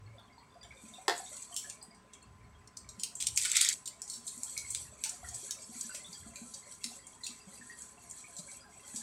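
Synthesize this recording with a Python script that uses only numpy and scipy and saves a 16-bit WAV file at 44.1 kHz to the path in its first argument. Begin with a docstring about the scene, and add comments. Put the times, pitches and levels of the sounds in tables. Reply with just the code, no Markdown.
"""A small kitchen, close to a wok of sauce simmering on an induction cooker whose fan whines.
Bubbles ring as they burst, over a fine sizzle. Something is set down with a knock. A foil seasoning
sachet is picked up, torn open and shaken over the food: its creases snap as they buckle, and the rip
is a fast string of tiny fractures. A low hum sounds briefly at the start, and now and then a puff
of air rumbles on the microphone."""
import sys
import numpy as np
from scipy import signal
from scipy.fft import rfft, irfft
from scipy.io import wavfile

SR = 44100
rng = np.random.default_rng(int(sys.argv[2]) if len(sys.argv) > 2 else 0)


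def pcm_store(signal):
    """Save signal as 16-bit PCM."""
    levels = np.round(np.clip(np.atleast_2d(signal), -1, 1) * 32767)
    wavfile.write(sys.argv[1], SR, levels.astype(np.int16).T)


N = 397782
T = np.arange(N) / SR
FILTER_HZ = np.fft.rfftfreq(2048, 1 / SR)


def amp(db):
    """Turns decibels into a number to multiply a sound by."""
    return 10 ** (np.asarray(db) / 20)


def evened(x):
    """Scales a sound to an average (rms) level of 1."""
    return x / np.sqrt(np.mean(x ** 2) + 1e-20)


def unit_energy(x):
    """Scales a sound so that its squared samples add up to 1."""
    return x / np.linalg.norm(x)


def read(points, hz):
    """Looks up a frequency between the rows of a table, on a musical (log) scale."""
    frequencies, values = np.transpose(points)
    return np.interp(np.log(hz + 1), np.log(frequencies + 1), values)


def add(mix, s, sound):
    """Adds a sound into the mix, starting at s seconds."""
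    part = mix[max(round(s * SR), 0):][:len(sound)]
    part += sound[:len(part)]


def colour(x, points, extra_db=0):
    """Makes each frequency louder or softer, following a table plus extra_db."""
    db = read(points, FILTER_HZ) + extra_db
    mirrored_db = np.r_[db, db[-2:0:-1]]
    log_gain = np.log(amp(np.maximum(mirrored_db, -100)))
    response = np.exp(np.conj(signal.hilbert(log_gain)))  # rings after a hit, never before it
    return signal.oaconvolve(x, np.fft.ifft(response).real)[:len(x)]


def noise(shape_db):
    """Steady noise of level 1; shape_db says how strong each frequency is."""
    spectrum = rfft(rng.standard_normal(N))
    return evened(irfft(spectrum * amp(shape_db(np.fft.rfftfreq(N, 1 / SR))), N))


def wavering_tone(hz, waver_hz, rate_hz):
    """A tone of level 1 whose pitch wanders at random, mostly slower than rate_hz."""
    wander = noise(lambda f: -20 * np.log10(1 + (f / rate_hz) ** 2))
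    return np.sqrt(2) * np.sin(2 * np.pi * np.cumsum(hz + waver_hz * wander) / SR)


def swells(rows, rise_db_per_s, fall_db_per_s, sag_db_per_s=0):
    """Loudness over time for events that build, last a while and die away; the loudest wins."""
    each = [db - rise_db_per_s * np.maximum(start - T, 0)
            - sag_db_per_s * np.clip(T - start, 0, length)
            - fall_db_per_s * np.maximum(T - start - length, 0) for start, length, db in rows]
    return amp(np.max(each, 0))


# Quick echoes off the pan, hob and wall: (delay [s], strength [factor])
NEAR_ECHOES = [(.0013, -0.019), (.0024, -0.037), (.0058, .2), (.0079, -0.19)]

def near(x):
    """A sound plus its bounces off the nearest surfaces."""
    out = x.copy()
    for delay, gain in NEAR_ECHOES:
        add(out, delay, gain * x)
    return out


# How long the kitchen echoes: (frequency [Hz], time to fade by 60 dB [s])
ROOM_FADE = [(200, 0.32), (700, 0.24), (2000, 0.31), (5000, 0.29), (9000, 0.24), (15000, 0.26)]

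def room_tail(size=18000):
    """Countless echoes blur into fading noise, different for each spot in the room."""
    hz, t, spectrum = signal.stft(rng.standard_normal(size), SR, nperseg=256)
    fade = amp(-60 * t / read(ROOM_FADE, hz)[:, None])
    tail = signal.istft(spectrum * fade, SR, nperseg=256)[1][:size]
    fade_in = np.clip(np.arange(size) / SR / .002 - .5, 0, 1)
    return unit_energy(tail * fade_in)


def in_room(x, room_db):
    """A sound with its quick echoes and the fading echo of the room."""
    return near(x) + amp(room_db) * signal.oaconvolve(x, room_tail())[:len(x)]


# The rush of the fan: (frequency [Hz], relative level [dB])
FAN_RUSH = [(18, -53), (30, -11), (59, -8.5), (233, 3), (336, -7.5), (415, -0.5), (486, -13), (684, -7.5),
            (822, -9), (1010, -5.5), (1190, -7.5), (1760, -12), (3500, -21), (6550, -23.5), (8080, -33),
            (16000, -39)]
# The whine of the fan: (pitch [Hz], waver [share of the pitch], level [dB])
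FAN_TONES = [(430, 0.0117, -80), (1024, 0.0057, -71.5)]

def cooker_fan(rush_db=-64.5):
    """The cooker's fan makes a steady rush of air and two wavering tones."""
    out = amp(rush_db) * noise(lambda f: read(FAN_RUSH, f))
    for hz, waver, db in FAN_TONES:
        out += amp(db) * wavering_tone(hz, waver * hz, rate_hz=30)
    return out


def bubble(hz, cycles, rise=.0052, swell=.16):
    """The hollow of a bursting bubble rings and fades; its pitch can rise as its skin opens."""
    age = np.arange(0, 8, hz / cycles / SR)  # goes up by 1 every `cycles` vibrations
    turns = cycles * (age + rise * (age - 1 + np.exp(-age)))
    loudness = (1 - np.exp(-age / swell)) * np.exp(-age)
    return unit_energy(np.sin(2 * np.pi * turns) * loudness)


def patter(rings, ring_s, spread_db, room_db, detune, count):
    """Tiny hits at random times, each ringing briefly near one of the given pitches."""
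    spots, t = np.zeros((4, N)), np.arange(1000) / SR
    fade = np.exp(-t / ring_s) - np.exp(-5 * t / ring_s)
    for k, (when, kind, strength, offset) in enumerate(rng.random((count, 4))):
        hz, db = rings[int(kind * len(rings))]
        hz = hz * (1 + detune * (2 * offset - 1))
        gain = amp(db - spread_db * np.log(strength + .05))
        add(spots[k % len(spots)], when * T[-1], gain * fade * np.sin(2 * np.pi * hz * t))
    return evened(sum(in_room(spot, room_db) for spot in spots))


# How loud bubbles of each size are: (pitch [Hz], relative level [dB])
FROTH_LEVELS = [(480, -3.5), (720, 2), (1100, -2.5), (1600, 0.5), (2200, 3), (2600, -3)]

def froth(per_s=80, tries=3000):
    """A crowd of small bubbles of many sizes bursts at four spots in the wok."""
    spots, pitches = np.zeros((4, N)), np.geomspace(500, 2600, 200)
    for k, (when, kind, strength, chance) in enumerate(rng.random((tries, 4))):
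        if chance < per_s * T[-1] / tries:
            hz = pitches[int(kind * len(pitches))]
            db = read(FROTH_LEVELS, hz) - 4 * np.log(strength + .1)
            add(spots[k % len(spots)], when * T[-1], amp(db) * bubble(hz, cycles=8, rise=0, swell=.6))
    return evened(sum(in_room(spot, room_db=1) for spot in spots))


# How hard the sauce boils: (time [s], relative level [dB])
BOIL_LEVEL = [(0, -58), (.45, -60.5), (.7, -57.5), (1.6, -55), (2.0, -62.5), (4.0, -63), (4.6, -59.5),
              (5.9, -56), (6.6, -59), (7.9, -60), (9.02, -54.5)]
# The notes of the tiniest bubbles: (pitch [Hz], relative level [dB])
PIP_NOTES = [(2220, -1.5), (2700, 3), (3270, -3), (3560, -4), (4350, -0.5), (4800, 3), (5850, -16.5)]

def simmer(froth_db=-6, pips_db=-10):
    """Small bubbles burst all over the sauce; the tiniest give crisp pips."""
    bubbles = amp(froth_db) * froth()
    pips = patter(PIP_NOTES, ring_s=.0058, spread_db=8, room_db=-1.5, detune=.02, count=420)
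    return (bubbles + amp(pips_db) * pips) * amp(np.interp(T, *np.transpose(BOIL_LEVEL)))


def tick(burst_s, size):
    """A tiny, ragged burst of noise that peaks after about burst_s seconds."""
    t = np.arange(size) / SR
    return unit_energy(rng.standard_normal(size) * t * np.exp(-t / burst_s))


def clicks(per_s, spread_db):
    """Clicks at random times: many small, a few large."""
    sizes = amp(spread_db * np.minimum(rng.exponential(1, N), 3))
    return sizes * rng.choice([-1, 1], N) * (rng.random(N) < per_s / SR)


# The tone of spitting sauce and ticking foil: (frequency [Hz], relative level [dB])
CRACKLE_TONE = [(1410, -55), (2400, 1), (3100, -24), (4400, -7.5), (5600, -13), (8000, 5.5), (11400, -5),
                (13000, -24), (14900, -12), (16000, -72)]

def crackle(per_s=800, bands=48):
    """Tiny spits of sauce and ticks of foil, each in its own narrow range of pitch."""
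    spots = np.zeros((3, N))
    for k, centre in enumerate(np.geomspace(2800, 13000, bands)):
        band_db = -10 * np.log10(1 + ((FILTER_HZ - centre) / (.05 * centre)) ** 2)
        spit = colour(tick(.0022, size=1200), CRACKLE_TONE, band_db)
        spots[k % len(spots)] += signal.oaconvolve(clicks(per_s / bands, spread_db=3.5), spit)[:N]
    return evened(sum(in_room(spot, room_db=2) for spot in spots))


# Picking up, tearing, shaking and crumpling the sachet: (start [s], length [s], relative level [dB])
RUSTLES = [(.835, 0.058, -50.5), (.94, 0.082, -52.5), (1.16, 0.051, -43), (1.25, 0.19, -44.5),
           (1.53, 0.16, -46.5), (3.0, 0.33, -63), (3.41, 0.29, -36), (4.08, 0.093, -49), (4.27, 0.09, -46),
           (4.43, 0.18, -42), (4.69, 0.13, -39.5), (4.92, .08, -54.5), (5.02, 0.15, -47),
           (5.28, 0.078, -43), (5.35, 0.13, -39.5), (5.61, 0.04, -47), (5.76, 0.11, -39.5),
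           (5.94, 0.042, -43), (6.06, 0.14, -47.5), (6.27, 0.015, -47.5), (6.36, 0.23, -49),
           (6.54, 0.059, -49), (6.715, 0.015, -44.5), (6.85, 0.12, -47), (7.07, 0.087, -54.5),
           (7.25, 0.14, -51), (7.535, 0.028, -45), (7.64, .09, -50.5), (7.78, 0.072, -47.5),
           (7.89, .04, -52), (8.03, 0.074, -51), (8.18, 0.033, -44), (8.27, 0.3, -50), (8.75, 0.071, -52),
           (8.87, .06, -46), (8.95, .1, -41.5)]
# The notes of foil and falling granules: (pitch [Hz], relative level [dB])
GRAIN_NOTES = [(2200, -11), (3270, -7.5), (3560, -11.5), (3990, -8), (4350, -7), (4560, -5.5), (5760, 4.5),
               (6130, 1.5), (6720, 8), (7100, -2), (7430, 4.5), (7800, 11.5), (8050, 7), (8410, 5.5)]

def sizzle_and_rustle(gain_db=-7, grains_db=4, sizzle_db=-72):
    """A fine crackle stays faint as the sauce's sizzle and swells when the sachet is handled."""
    spits = crackle()
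    handling = swells(RUSTLES, rise_db_per_s=154, fall_db_per_s=188, sag_db_per_s=-10) * foil_jerks()
    grains = patter(GRAIN_NOTES, ring_s=.003, spread_db=2.5, room_db=2, detune=.007, count=7000)
    return amp(gain_db) * (spits + amp(grains_db) * grains) * (handling + amp(sizzle_db))


# Puffs of air: (start [s], length [s], level [dB])
AIR_PUFFS = [(0, 0.13, -62), (.64, 0.069, -61.5), (2.28, 0.32, -57), (2.83, 0.096, -58.5),
             (3.27, 0.063, -56), (4.59, 0.32, -59.5), (5.25, 0.071, -55), (6.23, 0.032, -58)]
# The tone of their rumble: (frequency [Hz], relative level [dB])
RUMBLE_TONE = [(18, -40), (30, -44), (52, 5), (81, 6.5), (102, 0), (117, 8), (140, -5), (200, -9),
               (260, -43), (440, -120)]

def air_rumble(draught_db=-71.5):
    """A faint draught and a few stronger puffs rumble on the microphone."""
    puffs = swells(AIR_PUFFS, rise_db_per_s=262, fall_db_per_s=144)
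    return np.hypot(amp(draught_db), puffs) * noise(lambda f: read(RUMBLE_TONE, f))


# One brief hum: (start [s], length [s], level [dB])
HUM_SWELL = [(0.024, 0.096, -53.5)]

def low_hum():
    """A low hum swells briefly and dies away."""
    tone = wavering_tone(hz=108.4, waver_hz=5, rate_hz=20)
    return tone * swells(HUM_SWELL, rise_db_per_s=262, fall_db_per_s=144)


# Plops and pops that stand out, and one ringing foil snap at 7.2 s:
# (time [s], peak level [dB], pitch [Hz])
POPS = [(.18, -55, 663), (0.183, -51.5, 3500), (0.378, -52.5, 930), (.557, -52, 690), (.381, -55, 4300),
        (.4, -63, 4740), (0.63, -50, 3450), (.707, -45.5, 2240), (0.836, -47, 225), (0.937, -43.5, 3660),
        (.983, -46, 755), (1.2, -40.5, 753), (1.262, -47, 3640), (1.315, -51.5, 604), (1.51, -52, 693),
        (1.525, -48.5, 3130), (1.643, -48.5, 1696), (1.881, -51.5, 206), (2.978, -52, 197),
        (4.173, -55.5, 238), (4.372, -51, 237), (4.566, -38.5, 2240), (4.646, -41.5, 2164),
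        (4.924, -53.5, 598), (5.057, -50.5, 1510), (5.057, -50, 890), (5.135, -54, 725), (5.23, -46.5, 734),
        (5.241, -49.5, 1400), (5.245, -46.5, 1930), (5.43, -52.5, 400), (5.693, -47, 229),
        (5.753, -50, 242), (5.847, -49.5, 233), (5.895, -43.5, 1500), (5.944, -49.5, 594),
        (6.045, -43, 3484), (6.087, -51, 179), (6.129, -42, 4550), (6.262, -46, 233), (6.268, -55, 710),
        (6.415, -43.5, 230), (6.666, -54, 575), (6.85, -47, 235), (6.915, -52, 730), (7.235, -35.5, 4120),
        (7.293, -49.5, 250), (7.471, -47.5, 197), (7.596, -50.5, 237), (7.612, -47.5, 1800),
        (7.697, -44.5, 1876), (8.24, -45.5, 2280), (8.365, -59, 697), (8.389, -47, 187), (8.393, -54, 592),
        (8.485, -48.5, 2254), (8.942, -44, 227)]

def pops(bright_above_hz=1000, splash_s=.022, splash_db=-7, tick_db=-18, neighbours=5):
    """Bubbles burst; bright ones crackle and set off neighbours. 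One foil snap is made the same way."""
    out = np.zeros(N)
    for s, db, hz in POPS:
        cycles = 7.6 * (hz / 695) ** .72  # smaller bubbles ring for more vibrations
        bright = hz > bright_above_hz
        pop = np.pad(bubble(hz, cycles * (.9 if bright else 1)), (0, SR // 4))
        for when, kind, softness in rng.random((neighbours, 3)):
            if bright:
                neighbour = bubble(hz * (.9 + .2 * kind), .75 * cycles)
                add(pop, when * splash_s, amp(splash_db - 10 * softness) * neighbour)
                add(pop, when * splash_s, amp(tick_db - 10 * softness) * bubble(2 * hz, cycles=.33))
        sound = in_room(pop, room_db=-3)
        add(out, s, amp(db) * sound / abs(sound).max())
    return out


def foil_creak(size, length_s=.042, count=12):
    """A scatter of small ticks that leads into a snap and trails after it."""
    out = np.zeros(size)
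    for when, softness in rng.random((count, 2)):
        add(out, when * length_s, amp(-12 * softness) * np.sin(np.pi * when) * tick(.0004, size=200))
    return out


# The tone of the foil: (frequency [Hz], relative level [dB])
FOIL_TONE = [(530, -45), (900, -35), (1340, -4), (1600, -9.5), (2450, -8), (2930, -11.5), (3190, -9),
             (4920, -6.5), (7900, 1), (11000, -13), (14900, -27.5), (16000, -27)]
# How strongly a snap rings: (level of the snap [dB], amount of ring [factor])
RING_AMOUNT = [(-50, 1.3), (-36, .9), (-24, .4)]
# The loudest creases snapping:
# (time [s], relative level [dB], relative room echo [dB], lowest ring [Hz], burst time [s])
CREASES = [(.63, -54, -5, 3330, 0.00049), (1.179, -39, -24, 6700, 0.00029), (1.329, -45, -23, 5900, .0003),
           (1.425, -42.5, -18, 6450, 0.00022), (1.543, -40.5, -18, 6450, .0003),
           (1.3668, -42.5, -21, 3300, 0.0011), (1.564, -30.5, -7, 3140, 0.0006),
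           (1.698, -37, -14.5, 2700, 0.0011), (1.827, -44.5, -11, 7740, 0.00064),
           (1.9467, -59.5, -6, 4240, 0.00082), (2.137, -50.5, -13, 6600, 0.0013),
           (2.1341, -48.5, -13, 2770, .001), (2.226, -54.5, -24, 6800, 0.0023),
           (2.6742, -50.5, -21, 4330, 0.001), (2.771, -38.5, -13.5, 4440, 0.00077),
           (2.8892, -42.5, -9.5, 3800, 0.0011), (2.9961, -37.5, -7.5, 3110, 0.0012),
           (3.0335, -27, -12.5, 2800, 0.0016), (3.1522, -36, -10, 6600, 0.0015),
           (3.2006, -30.5, -7.5, 2550, 0.0038), (3.2239, -29, -33, 2570, 0.0012),
           (3.268, -22.5, -17.5, 2940, 0.0018), (3.36, -31.5, -7, 5860, 0.0015),
           (3.3745, -19.5, -16, 2210, 0.0011), (3.414, -30.5, -15, 2720, 0.0018),
           (3.424, -32, -24, 7470, 0.00073), (3.434, -32.5, -16, 3900, 0.00068),
           (3.4488, -24.5, -14, 1270, 0.004), (3.4982, -33, -21, 4000, 0.0009),
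           (3.5155, -23, -24, 2140, 0.0011), (3.555, -27, -19, 3240, 0.003),
           (3.5637, -29, -15, 3600, 0.0012), (3.566, -18, -16, 1950, 0.0023),
           (3.6094, -20, -27, 2020, 0.002), (3.6135, -21.5, -10.5, 1450, 0.00072),
           (3.6476, -23.5, -13.5, 1870, 0.00093), (3.6876, -20, -39, 3900, 0.0013),
           (3.726, -30, -36, 6150, 0.0014), (3.8568, -37, -10.5, 3880, 0.0016),
           (3.8748, -33.5, -15.5, 2980, 0.0014), (4.0187, -34, -13, 4400, 0.00025),
           (4.0777, -42, -11, 5040, 0.00061), (4.099, -35.5, -8, 4350, 0.00054),
           (4.1332, -40, -5, 3820, 0.0025), (4.2673, -39, -4, 6630, 0.001),
           (4.2764, -36.5, -11, 3770, 0.0021), (4.378, -41.5, -19, 7040, 0.00045),
           (4.4332, -30, -14, 6220, 0.00043), (4.4965, -40, -16, 6450, 0.00046),
           (4.5771, -30, -13, 3750, 0.00049), (4.7033, -31, -12, 7100, 0.0026),
           (4.7486, -29, -15, 2400, 0.00026), (4.754, -42.5, -7, 4170, 0.0012),
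           (5.038, -28.5, -7, 2530, 0.00067), (5.092, -33, -13, 5230, 0.0018),
           (5.287, -38.5, -14, 4350, 0.0012), (5.3424, -39, -12, 4900, 0.002),
           (5.509, -29.5, -12, 3090, 0.0007), (5.62, -47, -3.5, 4660, 0.0021),
           (5.8102, -31, -24, 5330, 0.0011), (5.858, -60, -21, 6500, .0004),
           (5.945, -35.5, -10, 1960, 0.004), (6.128, -45, -11, 4660, 0.0012),
           (6.358, -41.5, -9, 2330, 0.00052), (6.537, -37.5, -13, 3890, 0.0047),
           (6.7222, -49.5, -16, 4300, 0.00067), (6.8417, -30.5, -12, 2090, 0.00069),
           (6.965, -47, -19, 6670, 0.00021), (7.068, -44, -13, 6500, 0.00083),
           (7.2366, -45, -1.5, 3570, 0.0012), (7.264, -33.5, -12, 2680, 0.0026),
           (7.788, -50.5, -3, 6900, 0.00058), (7.82, -41.5, -15, 5500, 0.00038),
           (8.099, -45, -13, 6700, .0005), (8.11, -38.5, -15.5, 6230, 0.0011),
           (8.3661, -42, -5.5, 4130, 0.00092), (8.384, -38, -23, 3850, 0.0056),
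           (8.514, -45.5, -20, 3900, 0.0017), (8.878, -46, -9, 4060, 0.0008),
           (8.9604, -35.5, -6.5, 3440, 0.00076)]

def foil_snaps(lowest_db=12, higher_db=13, width_hz=100, creak_db=-9, lead_s=.011, rings=7, size=16000):
    """Each crease creaks and buckles; gentle ones ring with their patch of foil, hard ones crack."""
    out, scale = np.zeros(N), np.sqrt(SR / 160)  # levels count as if spread over 1/160 s
    for s, db, room_db, pitch, burst_s in CREASES:
        low_cut_db = -10 * np.log10(1 + (.92 * pitch / (FILTER_HZ + 1)) ** 10)
        higher_hz = pitch + (9000 - pitch) * (np.arange(rings) + rng.random(rings)) / rings
        peaks = [(pitch, lowest_db)] + [(hz, higher_db) for hz in higher_hz]
        ring_db = np.max([lift / (1 + ((FILTER_HZ - hz) / width_hz) ** 2) for hz, lift in peaks], 0)
        shape_db = low_cut_db + ring_db * np.interp(db, *np.transpose(RING_AMOUNT))
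        snap = colour(near(tick(burst_s, size)), FOIL_TONE, shape_db)
        creak = colour(foil_creak(size), FOIL_TONE, shape_db)
        tail = signal.fftconvolve(snap, room_tail())[:size]
        add(out, s, amp(db) * unit_energy(snap) * scale)
        add(out, s - lead_s, amp(db + creak_db) * unit_energy(creak) * scale)
        add(out, s, amp(db + room_db + 1) * tail / tail[:SR // 30].std())
    return out


def foil_jerks(lull_db=-2):
    """Loudness over time as the foil strains before each snap, crackles on after it, then lulls."""
    moments = [(crease[0], 0, 0) for crease in CREASES]
    return np.maximum(swells(moments, rise_db_per_s=651, fall_db_per_s=129), amp(lull_db))


# One blow and its rattle: (time [s], relative level [dB])
KNOCK_HITS = [(1.081, -1), (1.082, 3.5), (1.0843, -2.5), (1.0902, -9), (1.097, 0), (1.108, -8.5)]
# The tone of the clack: (frequency [Hz], relative level [dB])
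CLACK_TONE = [(88, -58), (150, -46), (350, -4), (589, -6.5), (728, -5.5), (1030, -1), (1200, -13),
              (1380, -4.5), (1840, -3), (2250, -18), (2650, -11), (3000, -20), (3400, -5), (4000, -13),
              (4500, -6), (6300, -18), (7350, -14.5), (15000, -38)]
# The notes of the knocked wok: (pitch [Hz], relative level [dB], rough time to fade by 60 dB [s])
WOK_NOTES = [(362, -1.5, 0.17), (416, 3, 0.17), (453, -1, 0.23), (528, 1, 0.2), (700, 2, 0.32),
             (710, 1, 0.32), (774, 4.5, 0.19), (777, -1, 0.25), (878, -4, 0.34), (1078, -2, .16),
             (1456, -11, 0.17), (1660, -7, 0.11), (1910, -7, .25)]

def knock(clack_db=-28, ring_db=-33, damping=.98, size=24000):
    """A hard thing is set down: a hollow clack, a quick rattle and the ring of what it strikes."""
    out, hits, t = np.zeros(N), np.zeros(size), np.arange(size) / SR
    start = KNOCK_HITS[0][0]
    for s, db in KNOCK_HITS:
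        add(hits, s - start, amp([db]))
    clack = in_room(colour(hits, CLACK_TONE), room_db=-3)
    ring = sum(amp(db - 60 * t * damping / fade_s) * np.sin(2 * np.pi * (hz * t + rng.random()))
               for hz, db, fade_s in WOK_NOTES)
    ring *= np.minimum(t / .0034, 1)  # the ring builds during the blow
    for db, sound in (clack_db, clack), (ring_db, ring):
        add(out, start, amp(db) * unit_energy(sound) * np.sqrt(SR / 30))
    return out


# Three pulls that rip the sachet open: (start [s], length [s], relative level [dB])
RIP_PULLS = [(3.44, 0.034, -36.5), (3.553, 0.015, -27.5), (3.61, 0.047, -28.5)]
# The notes of tearing foil: (pitch [Hz], relative level [dB])
RIP_NOTES = [(1400, -8), (1900, -2), (2150, 2.5), (2480, 1), (3250, 3.5), (3650, 5.5), (3980, 3), (4600, 5),
             (5700, -3), (6200, 2), (7500, 1), (8200, 7)]

def foil_tear(gain_db=-3, low_cut_hz=1200, end_s=3.74):
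    """The rip runs through the foil as a string of tiny ringing breaks, then the sound cuts off."""
    rip = patter(RIP_NOTES, ring_s=.0012, spread_db=3.5, room_db=-4, detune=.04, count=6000)
    no_bass = signal.butter(6, low_cut_hz, "high", fs=SR, output="sos")  # the rip carries no bass
    pulling = swells(RIP_PULLS, rise_db_per_s=400, fall_db_per_s=109) * foil_jerks()
    return amp(gain_db) * signal.sosfilt(no_bass, rip) * pulling * (T < end_s)


# Pitches that the wok's bowl makes louder or softer: (pitch [Hz], change [dB])
BOWL_BANDS = [(1810, -1.5), (2200, -1.5), (2950, 2.5), (3250, 2), (4350, 1.5), (4740, 2), (5000, -5),
              (5730, -4.5), (6120, -2.5), (6400, -3), (6720, -5), (7450, -2), (7950, -5.5), (8410, 0.5)]

def wok_bowl(x, width_hz=170, gain_db=-2):
    """The hollow of the wok colours the sounds made in and over it."""
    change_db = sum(db / (1 + (2 * (FILTER_HZ - hz) / width_hz) ** 4) for hz, db in BOWL_BANDS)
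    return colour(x, [(1, gain_db)], change_db)


def scene():
    """Cooker, sauce and sachet, all heard at one microphone."""
    over_wok = wok_bowl(foil_snaps() + sizzle_and_rustle() + simmer())
    mix = over_wok + foil_tear() + pops() + knock() + cooker_fan() + air_rumble() + low_hum()
    return mix[None]


def record(dry):
    """The recorder cuts off the very highest treble."""
    treble_cut = signal.firwin(301, cutoff=15900, window=("kaiser", 9), fs=SR)
    return signal.oaconvolve(dry, treble_cut[None], "same")


dry = scene()
out = record(dry)
pcm_store(out)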